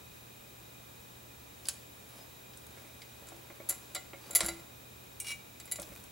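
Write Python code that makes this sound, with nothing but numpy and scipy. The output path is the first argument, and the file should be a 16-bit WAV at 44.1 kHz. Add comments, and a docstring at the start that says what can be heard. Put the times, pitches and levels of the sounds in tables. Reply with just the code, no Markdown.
"""On a cloth-covered bench in a quiet room, a small cast-iron drill vise is handled.
Its threaded rod scrapes out and clacks home, its loose crank rattles, a freed spring drops and chatters,
the spring's steel pin clinks on the jaw, and the vise is dragged round. Impacts are noise cracks with
decaying modes, friction is random slips; room echoes answer both. Behind them lie rumble, mains hum,
and a camera's hiss and thin whine."""
import sys
import numpy as np
from scipy import signal
from scipy.fft import rfft, irfft
from scipy.io import wavfile
from scipy.ndimage import uniform_filter1d

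SR = 44100
rng = np.random.default_rng(int(sys.argv[2]) if len(sys.argv) > 2 else 0)


def to_wav(sig):
    """Store sig (one row per channel, or 1-D mono) as 16-bit WAV at the path in sys.argv[1].

    Samples outside -1..1 are clipped; the rate is SR.
    """
    pcm = np.clip(np.atleast_2d(sig), -1, 1) * 32767
    pcm = np.round(pcm).astype(np.int16)
    wavfile.write(sys.argv[1], SR, pcm.T)  # frames by channels


N = 269492

# Steady background spectrum: hz, relative_density_db
FLOOR_SPECTRUM = [(20, -14), (42, -9), (55, -4), (69, 5.5), (85, 2.5), (105, -5), (175, -1.5), (260, -3.5),
                  (600, -8.5), (1500, -14.5), (3300, -15), (5000, -18.5), (10000, -18), (16000, -18.5)]
FLOOR_DB = -55  # rms
# Narrow bumps on that spectrum: centre_hz, width_hz, height_db
FLOOR_BUMPS = [(2457, 76, 11.1), (3804, 154, 8.7), (5630, 79, 2.2), (7050, 450, 2.9), (12150, 420, 3.7),
               (13100, 200, 4.2)]
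# Side share of the background: hz, side_to_mid_db
FLOOR_SIDE_SHARE = [(60, -22.5), (120, -9.5), (240, -3.5), (480, 2.5), (950, 5.5), (1890, 2), (3770, -5),
                    (7520, -0.5), (15000, -37.5)]
# Mains hum and camera whine: pitch_hz, rms_db
STEADY_TONES = [(119.9, -63.5), (15735, -64.5)]

# Strokes of friction, each: start_s, attack_s, hold_s, release_s, level_db
# the hand bears on the rod and the thread scrapes harder (several strokes)
HAND_PUSHES = [(1.55, 0.095, 0.01, 0.1, -59), (1.85, 0.33, 0.03, 0.13, -58), (4.1, 0.16, 0.02, 0.1, -55.5)]
# the crank is turned
CRANKING_STROKE = (2.4, 0.3, 1.9, 0.3, -61)
# the freed spring chatters between its bounces
CHATTER_STROKE = (4.33, 0.09, 0.065, 0.05, -46.5)
# the pin slides along the jaw between its clinks
SLIDE_STROKE = (5.235, 0.035, 0.052, 0.014, -51)
# the vise slides over the cloth
DRAG_STROKE = (5.76, 0.05, 0.16, 0.16, -56)
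# a stroke swells by SWELL_DB over its attack, and sinks as much over each release time
SWELL_DB = 18
# the thread's scrape peaks once a turn and eases by TURN_EASE_DB between
TURN_S, TURN_PEAK_S, TURN_EASE_DB = 0.53, 3.31, 6

# Friction spectra, each: hz, relative_density_db
THREAD_SPECTRUM = [(100, -20), (350, 2), (1400, -6), (2200, -8), (5000, -11), (8000, -12.5), (11000, -11),
                   (16000, -27)]
CHATTER_SPECTRUM = [(150, -13), (350, -9), (650, 2), (900, -1), (1300, 0), (2200, -1), (3000, -8),
                    (5000, -9), (7400, -2), (10500, -12), (13000, -24), (16000, -28)]
RASP_SPECTRUM = [(300, -16), (1300, -7), (2600, 0), (3800, 0), (5000, -7), (10000, -8), (16000, -17)]
DRAG_SPECTRUM = [(40, -10), (150, -5), (550, -6), (1500, -11), (5000, -14), (16000, -11.5)]

# Faint thread squeaks: start_s, length_s, start_hz, end_hz, rms_db
THREAD_SQUEAKS = [(2.082, 0.036, 11100, 11000, -65), (2.148, .045, 11050, 10850, -66),
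                  (2.155, 0.12, 5300, 4880, -67), (4.20, 0.12, 4730, 4700, -68)]

# Steel contacts, each: start_s, strength_db, hardness_db_per_octave, casting_knock_db,
# favoured_hz (by the point of contact), ring_over_crack_db; each part then trims level and ring
# the rod clacks and ticks in its nut
ROD_CONTACTS = [(1.655, -51.5, -3, -69, 4860, -11), (1.6695, -51.5, -1, -62, 10190, -2),
                (1.6857, -31.5, 1.2, -50.5, 10570, -10), (1.6955, -48.5, -6, -56, 6480, -6),
                (2.535, -64, -3, -69, 3140, -12), (2.573, -55.5, 3, -72, 8750, -14),
                (2.667, -58, 7, -66, 12400, -15), (5.798, -47.5, 1.5, -60, 8900, -12),
                (5.8185, -47, 9, -50, 12810, -9), (5.828, -55, -4, -58, 5830, -14),
                (6.039, -57, 2, -63, 10590, -10)]
# the loose handle and the freed spring rattle on the vise
CRANK_CONTACTS = [(3.018, -59.5, -7, -68, 2160, -9), (3.27, -61.5, -2, -61, 7990, -2),
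                  (3.287, -56, -1.5, -62, 7700, -10), (3.6892, -43.5, 3, -57, 11000, -8),
                  (3.6925, -37, 10, -57, 11000, -4), (3.696, -37.5, 3.5, -52, 7400, -5),
                  (3.702, -37, 3, -51.5, 11100, -5), (3.7075, -44, 0, -51, 7400, -8),
                  (3.725, -51, -3, -53, 7400, -2), (3.9485, -42.5, 1.5, -66, 7400, -6),
                  (3.951, -42.5, -1.5, -46.5, 2100, 0), (3.962, -56, -11, -46, 2020, -5),
                  (4.3085, -45.5, 2.5, -56, 7190, -2), (4.331, -52, -1, -53, 11090, 1),
                  (4.3506, -30.5, 1.5, -46, 11390, -8), (4.3555, -28.5, 1, -45, 11200, -13),
                  (4.359, -28, 5, -53, 10640, -2), (4.3665, -34.5, 3.5, -45.5, 10800, -8),
                  (4.387, -45, 0, -47, 10120, -6), (4.4062, -34.5, -5.5, -37, 9020, -9),
                  (4.424, -56, -8, -48, 2090, -6), (4.434, -50.5, -5, -46, 7430, -3),
                  (4.445, -44.5, -1.5, -44, 10640, -4), (4.4615, -38, 3, -56, 10200, -3),
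                  (4.4845, -39.5, -3.5, -42, 10600, 2), (4.596, -60, -1, -62, 2100, -1),
                  (5.6, -53, -3, -62, 7840, -4), (5.655, -57, 1, -62, 10720, -2),
                  (5.677, -61.5, -4.5, -61, 2110, -3), (5.7138, -43, 0.5, -57, 11070, 0.5),
                  (5.7207, -36.5, 1.5, -57.5, 11100, -3.5), (5.758, -47.5, -1.5, -57, 6870, -4)]
# the pin clinks on the jaw
JAW_CONTACTS = [(5.2008, -41, 3.5, -69, 8510, -3), (5.245, -53, -1.5, -63, 2840, -1),
                (5.267, -47.5, -0.5, -62, 2820, 0), (5.283, -48, -1, -58, 2860, -5),
                (5.291, -58.5, -9, -65, 2280, 10), (5.304, -49.5, -2, -56.5, 5510, 3),
                (5.316, -48, -2.5, -59, 2390, 0)]
# Dull knocks of the iron frame: start_s, knock_db, clank_db, favoured_hz
FRAME_KNOCKS = [(2.773, -55, -58, 1380), (2.848, -59, -60, 1400), (3.222, -54, -72, 563),
                (3.320, -51, -72, 720), (3.501, -51, -52.5, 2050), (3.600, -47, -54, 640),
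                (4.133, -47.5, -49, 2150), (4.302, -49, -65, 750), (5.786, -45, -53, 585),
                (5.879, -58, -62, 1002), (5.919, -55, -59, 570)]
# The vise rocks on the bench: start_s, level_db
BENCH_THUMPS = [(4.406, -54), (4.431, -38.5), (4.479, -48), (4.507, -52), (5.789, -49), (5.828, -57),
                (5.895, -51), (5.917, -56)]

# Modes of each part, before detuning and favouring: pitch_hz, level_db, t60_s
ROD_MODES = [(1558, -6, 0.12), (3020, -8, 0.082), (3262, -7, .06), (3970, -11, 0.089), (4683, -5, 0.065),
             (5200, -1, 0.047), (5440, -18, 0.081), (6430, -8, 0.13), (7060, -3, .09), (7321, -13, .14),
             (7860, -4, .05), (8769, -2, 0.043), (9619, -4, .04), (10100, 4, 0.039), (10632, -4, 0.054),
             (14000, -13, .08)]
CRANK_MODES = [(336.3, -11.5, 0.27), (559, -7.5, 0.056), (661, -9, 0.088), (746, -13, 0.2),
               (1399, -6.5, 0.092), (2000, -10, .08), (2064, -11.5, 0.12), (2280, -18, 0.13),
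               (2915, -17.5, 0.13), (3580, -29, 0.033), (3860, -11.5, .09), (4010, -10, 0.074),
               (4686, -6, 0.054), (5500, -28, 0.12), (6900, -15, .07), (7165, 4.5, 0.041), (7270, -8, 0.14),
               (7360, 1, 0.047), (7600, -6.5, 0.066), (8400, -16, .07), (8980, -14, .05),
               (10300, -2, 0.044), (10520, 9.5, 0.02), (10810, -13, 0.042), (11350, -7, 0.044),
               (11200, 2, 0.046), (11800, -3, 0.028), (14000, -17, .08), (14860, -13, 0.059)]
JAW_MODES = [(2036, -11.5, 0.13), (2295, 0, 0.18), (2427, -7, 0.13), (2836, -0.5, 0.12), (3840, -10, 0.1),
             (4021, -8, 0.09), (4690, -12, .1), (5550, 0, 0.085), (5970, 0, .06), (6379, 0, .06),
             (7132, -4, 0.17), (7439, -9, 0.11), (7790, -7, .12), (8580, 3, 0.091), (10012, 6, .1),
             (11050, -4, .07), (14250, -13, .04), (15272, -16, .05)]
FRAME_MODES = [(341.5, -3.5, 0.28), (551, 2, .09), (638, -6.5, .1), (740, -8, 0.11), (1107, -3, 0.071),
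               (1400, -7, 0.12), (2150, -13, 0.1), (2240, -15, 0.11)]
# bench top and board, whose decay is further shortened by the hands
BENCH_MODES = [(63, -1, 0.51), (85.5, -9, .15)]
BOARD_MODES = [(178, -4.5, 0.13), (198, 1.5, 0.12), (326.6, -15, 0.32)]

# Spectra of the short crack of a contact, each: hz, relative_density_db
ROD_CRACK_SPECTRUM = [(100, -30), (400, -5), (1200, -4), (1600, -3), (2100, -9.5), (3200, -1), (4100, -2),
                      (5000, -0.5), (7000, -0.5), (8600, 1), (10700, 2), (12500, -6), (16000, -10)]
STEEL_CRACK_SPECTRUM = [(100, -20), (320, -3), (600, 6), (900, -2), (1150, 6), (1700, -4), (2150, -1),
                        (2700, -7.5), (3600, -2), (5200, -4), (7400, 0.5), (9500, 1.5), (11000, 9),
                        (12500, -4.5), (16000, -2.5)]
IRON_CRACK_SPECTRUM = [(100, -17), (300, 6.5), (650, 6), (1200, -2), (2200, -12.5), (3200, -20.5),
                       (6000, -44), (12000, -49)]

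# Bands of a blow (knock, clank, zing, sparkle, fizz): low_hz, high_hz
BLOW_BANDS = [(200, 1500), (1500, 6000), (6000, 9500), (9500, 12200), (12200, 16000)]
# Band balance of each part at zero hardness: clank_db, zing_db, sparkle_db, fizz_db
ROD_BALANCE = [-2, 0, -3, -13]
CRANK_BALANCE = [-3, 0.3, 0.5, -8]
JAW_BALANCE = [-0.5, 0, 0.2, -5.5]
# hardness tilts the sound about PIVOT_HZ; the band that holds the favoured pitch gains FAVOURED_BAND_DB
PIVOT_HZ, FAVOURED_BAND_DB = 7550, 4
# contact time (to 1/e) at zero hardness halves for every HALVING_DB_PER_OCTAVE of hardness
CONTACT_S, HALVING_DB_PER_OCTAVE = 0.0042, 18
FRAME_CONTACT_S = 0.0058

# Reverberation time of the room: hz, t60_s
ROOM_DECAY = [(100, 0.83), (500, 0.93), (2000, .5), (7000, .45), (11000, 0.28), (16000, 0.3)]
# Filter on the side echoes: hz, gain_db
ECHO_WIDTH = [(60, -23), (200, -10), (600, -10), (1500, -8), (2500, -13.5), (5000, -8), (8000, -11),
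              (12000, -19.5), (16000, -44)]
EDGE_HZ = 15950


def amp(db):
    """Level: decibels to amplitude ratio."""
    return 10 ** (np.asarray(db) / 20)


def unit(x):
    """Normalisation: scales a signal to rms 1."""
    return x / np.sqrt(np.mean(x ** 2) + 1e-20)


def read(points, hz):
    """Logarithmic frequency: interpolates a table on a log-frequency axis."""
    f, value = np.transpose(points)
    return np.interp(np.log(hz + 1), np.log(f + 1), value)


def add(mix, s, sound):
    """Superposition: lays a sound into the mix at time s."""
    part = mix[round(s * SR):][:len(sound)]
    part += sound[:len(part)]


def colour(x, db_at):
    """Minimum phase: a causal filter of gain db_at(Hz), so that attacks stay sharp."""
    size = 2048
    log_gain = np.log(amp(db_at(abs(np.fft.fftfreq(size, 1 / SR)))) + 1e-5)
    taps = np.fft.ifft(np.exp(np.conj(signal.hilbert(log_gain)))).real
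    return signal.fftconvolve(x, taps[:size // 2])[:len(x)]


def noise(db_at):
    """Spectral shaping: steady noise of rms 1 with the spectrum db_at(Hz)."""
    gain = amp(db_at(np.fft.rfftfreq(N, 1 / SR)))
    return unit(irfft(rfft(rng.standard_normal(N)) * gain, N))


def background():
    """Stationary noise and pure tones: rumble, hiss with bumps, hum and whine; returns mid and side."""
    def floor_db(hz):
        bumps = sum(db * np.exp(-((hz - f) / width) ** 2) for f, width, db in FLOOR_BUMPS)
        return read(FLOOR_SPECTRUM, hz) + bumps
    t = np.arange(N) / SR
    tones = np.zeros(N)
    for hz, db in STEADY_TONES:
        tones += amp(db) * np.sqrt(2) * np.sin(2 * np.pi * (hz * t + rng.random()))
    side_gain = amp(read(FLOOR_SIDE_SHARE, np.fft.rfftfreq(N, 1 / SR)))
    side = irfft(rfft(noise(floor_db)) * side_gain, N)
    return np.array([amp(FLOOR_DB) * noise(floor_db) + tones, amp(FLOOR_DB) * side])


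def stroke(start, attack, hold, release, db):
    """Friction envelope: gain over time, linear in decibels, through attack, hold and release."""
    t = np.arange(N) / SR - start
    short_of_full = np.maximum(1 - t / max(attack, 1e-3), (t - attack - hold) / max(release, 1e-3))
    return amp(db - SWELL_DB * np.clip(short_of_full, 0, 10))


def rub(pressure, spectrum, slips_per_s, smooth):
    """Friction: tiny random slips over a smooth hiss, scaled by the pressure of the stroke."""
    slips = rng.standard_normal(N) * (rng.random(N) < slips_per_s / SR)
    grain = colour(unit(slips) + smooth * rng.standard_normal(N), lambda hz: read(spectrum, hz))
    return unit(grain) * pressure


def thread():
    """Sliding friction: the thread scrapes in its nut, swelling each turn and at each push of the hand."""
    easing = np.sin(np.pi * (np.arange(N) / SR - TURN_PEAK_S) / TURN_S) ** 2
    turns = stroke(*CRANKING_STROKE) * amp(-TURN_EASE_DB * easing)
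    pressure = np.max([turns] + [stroke(*push) for push in HAND_PUSHES], axis=0)
    return rub(pressure, THREAD_SPECTRUM, slips_per_s=600, smooth=0.97)


def ring(modes, t, detune=0.):
    """Modal decay: dying sines, which grip and point of contact shift a little at each blow."""
    hz, db, t60 = np.transpose(modes)[:, :, None]
    shifted_hz = hz * (1 + detune * rng.standard_normal(hz.shape))
    phase = 2 * np.pi * (shifted_hz * t + rng.random(hz.shape))
    return (amp(db) * np.exp(-np.log(1000) * t / t60) * np.sin(phase)).sum(0)


def blow(modes, crack_spectrum, levels_db, decay, ring_db, detune, favoured_hz):
    """Impact excitation: a burst of micro-contacts cracks and pumps up the modes, balanced by band."""
    def favour(hz):
        return 8 / (1 + ((hz / favoured_hz - 1) / 0.066) ** 2)  # dB, a resonance curve
    t = np.arange(SR // 4) / SR
    attack = SR // 125  # samples
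    contact = np.exp(-t / max(decay, 1e-3))
    burst = rng.standard_normal(len(t)) * contact
    crack = colour(burst, lambda hz: read(crack_spectrum, hz) + favour(hz))
    favoured_modes = [(hz, db + favour(hz) / 2, t60) for hz, db, t60 in modes]
    tone = ring(favoured_modes, t, detune) * (1 - contact ** 2)
    sound = crack / crack[:attack].std() + amp(ring_db) * tone / tone[:attack].std()
    # band levels are set from the power over the attack
    hz = np.fft.rfftfreq(attack, 1 / SR)
    power = 2 * abs(rfft(sound[:attack]) / attack) ** 2
    gains = []
    for (lo, hi), db in zip(BLOW_BANDS, levels_db):
        gain_db = db - 10 * np.log10(power[(hz >= lo) & (hz < hi)].sum())
        margin = (hi - lo) / 10
        gains += [(lo + margin, gain_db), (hi - margin, gain_db)]
    return colour(sound, lambda hz: read(gains, hz))


def steel(hits, modes, crack_spectrum, balance_db, level_db, ringing_db, detune):
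    """Contact stiffness: the harder a steel contact, the brighter and shorter its crack."""
    out = np.zeros(N)
    lo, hi = np.transpose(BLOW_BANDS[1:])
    octaves = np.log2(np.sqrt(lo * hi) / PIVOT_HZ)
    for s, strength_db, hardness, knock_db, favoured_hz, ring_db in hits:
        favoured_band = (lo <= favoured_hz) & (favoured_hz < hi)
        tilt_db = hardness * octaves
        click_db = strength_db + np.array(balance_db) + tilt_db + FAVOURED_BAND_DB * favoured_band
        decay = CONTACT_S / 2 ** (hardness / HALVING_DB_PER_OCTAVE)
        click = blow(modes, crack_spectrum, [knock_db, *click_db], decay,
                     ring_db + ringing_db, detune, favoured_hz)
        add(out, s, click)
    return amp(level_db) * out


def rod():
    """Impact: the threaded rod clacks and ticks in its nut, exciting the rod's modes."""
    return steel(ROD_CONTACTS, ROD_MODES, ROD_CRACK_SPECTRUM, ROD_BALANCE,
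                 level_db=-1, ringing_db=-4.5, detune=.001)


def squeaks(waver=0.013, flutter_db=5):
    """Stick-slip in the dry thread: short, fuzzy, broken tones that sag in pitch."""
    out = np.zeros(N)
    for s, length, start_hz, end_hz, db in THREAD_SQUEAKS:
        n = int(length * SR)
        wander = unit(uniform_filter1d(rng.standard_normal(n), size=60))
        hz = np.linspace(start_hz, end_hz, n) * (1 + waver * wander)
        grip = amp(flutter_db * unit(uniform_filter1d(rng.standard_normal(n), size=300)))
        tone = grip * np.sin(2 * np.pi * np.cumsum(hz) / SR) * signal.windows.tukey(n, .6)
        add(out, s, amp(db) * unit(tone))
    return out


def frame():
    """Damped impact: the hand-damped casting knocks as the crank pushes it about."""
    out = np.zeros(N)
    for s, *levels_db, favoured_hz in FRAME_KNOCKS:
        knock = blow(FRAME_MODES, IRON_CRACK_SPECTRUM, levels_db, FRAME_CONTACT_S,
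                     ring_db=-5, detune=.012, favoured_hz=favoured_hz)
        add(out, s, knock)
    return out


def crank():
    """Repeated impact: the loose handle and the freed spring rattle on the vise."""
    return steel(CRANK_CONTACTS, CRANK_MODES, STEEL_CRACK_SPECTRUM, CRANK_BALANCE,
                 level_db=-.5, ringing_db=0.5, detune=.003)


def chatter():
    """Intermittent contact: sparse random slips of the freed spring between its bounces."""
    return rub(stroke(*CHATTER_STROKE), CHATTER_SPECTRUM, slips_per_s=350, smooth=0.24)


def bench(rise=0.0036, board_db=-1, damping_s=0.09, detune=0.05):
    """Damped modes: low thumps of the bench, softened by the cloth and damped by the hands' weight."""
    out, t = np.zeros(N), np.arange(SR // 3) / SR
    shape = (1 - np.exp(-t / rise)) * np.exp(-t / damping_s)
    for s, db in BENCH_THUMPS:
        modes = ring(BENCH_MODES, t, detune) + amp(board_db) * ring(BOARD_MODES, t, detune)
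        add(out, s, amp(db) * modes * shape)
    return out


def jaw():
    """Impact: the steel pin clinks against the jaw, exciting the jaw's modes."""
    return steel(JAW_CONTACTS, JAW_MODES, STEEL_CRACK_SPECTRUM, JAW_BALANCE,
                 level_db=-1.0, ringing_db=-0.5, detune=0.0012)


def scrape(pressure, modes, slips_per_s, detune=.001):
    """Sustained excitation: tiny steel slips keep a part's modes ringing while the contact lasts."""
    slips = np.sign(rng.standard_normal(N)) * (rng.random(N) < slips_per_s / SR)
    response = ring(modes, np.arange(SR // 3) / SR, detune)
    return signal.fftconvolve(unit(slips) * pressure, response / np.linalg.norm(response))[:N]


def slide(rasp_db=1):
    """Friction-driven resonance: the pin slides along the jaw, ringing its modes under a rasp."""
    pressure = stroke(*SLIDE_STROKE)
    rasp = rub(pressure, RASP_SPECTRUM, slips_per_s=900, smooth=0.4)
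    return scrape(pressure, JAW_MODES, slips_per_s=1000) + amp(rasp_db) * rasp


def drag():
    """Sliding friction: the vise is dragged over the cloth."""
    return rub(stroke(*DRAG_STROKE), DRAG_SPECTRUM, slips_per_s=300, smooth=.6)


def echoes(t60_at, delay):
    """Reverberation: scattered reflections of energy 1, each band dying at its own speed."""
    n = SR * 2 // 3
    taps = rng.standard_normal(n) * (rng.random(n) < 1 / 8)
    hz, t, z = signal.stft(taps, SR, nperseg=128)
    decay = np.exp(-np.log(1000) * t / t60_at(hz)[:, None])
    tail = signal.istft(z * decay, SR, nperseg=128)[1]
    return np.r_[np.zeros(int(delay * SR)), tail / np.linalg.norm(tail)]


def room(x, near_db=-12, near_t60=0.063, far_db=-14, side_near_db=-2, side_near_t60=.04, side_far_db=-11):
    """Early and late reflection: bench and walls answer each sound; returns mid and side."""
    def answer(t60_at, delay):
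        return signal.fftconvolve(x, echoes(t60_at, delay))[:N]

    def walls(hz):
        return read(ROOM_DECAY, hz)
    near = answer(lambda hz: np.full_like(hz, near_t60), .006)
    mid = x + amp(near_db) * near + amp(far_db) * answer(walls, .012)
    side_near = answer(lambda hz: np.full_like(hz, side_near_t60), 0)
    side = amp(side_near_db) * side_near + amp(side_far_db) * answer(walls, .008)
    return np.array([mid, colour(side, lambda hz: read(ECHO_WIDTH, hz))])


def scene(balance_db=0.1):
    """Superposition and level panning: all sources in the room, the vise just right of centre."""
    air_mid, air_side = background()
    vise = thread() + rod() + squeaks() + frame() + crank()
    vise += chatter() + bench() + jaw() + slide() + drag()
    mid, side = room(vise)
    left = (mid + side) * amp(-balance_db) + air_mid + air_side
    right = (mid - side) * amp(balance_db) + air_mid - air_side
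    return np.array([left, right])


def record(dry):
    """Band limiting: a steep linear-phase low-pass at EDGE_HZ."""
    lowpass = signal.firwin(1023, EDGE_HZ, window=("kaiser", 8), fs=SR)
    return signal.oaconvolve(dry, lowpass[None], "same")


dry = scene()
out = record(dry)
to_wav(out)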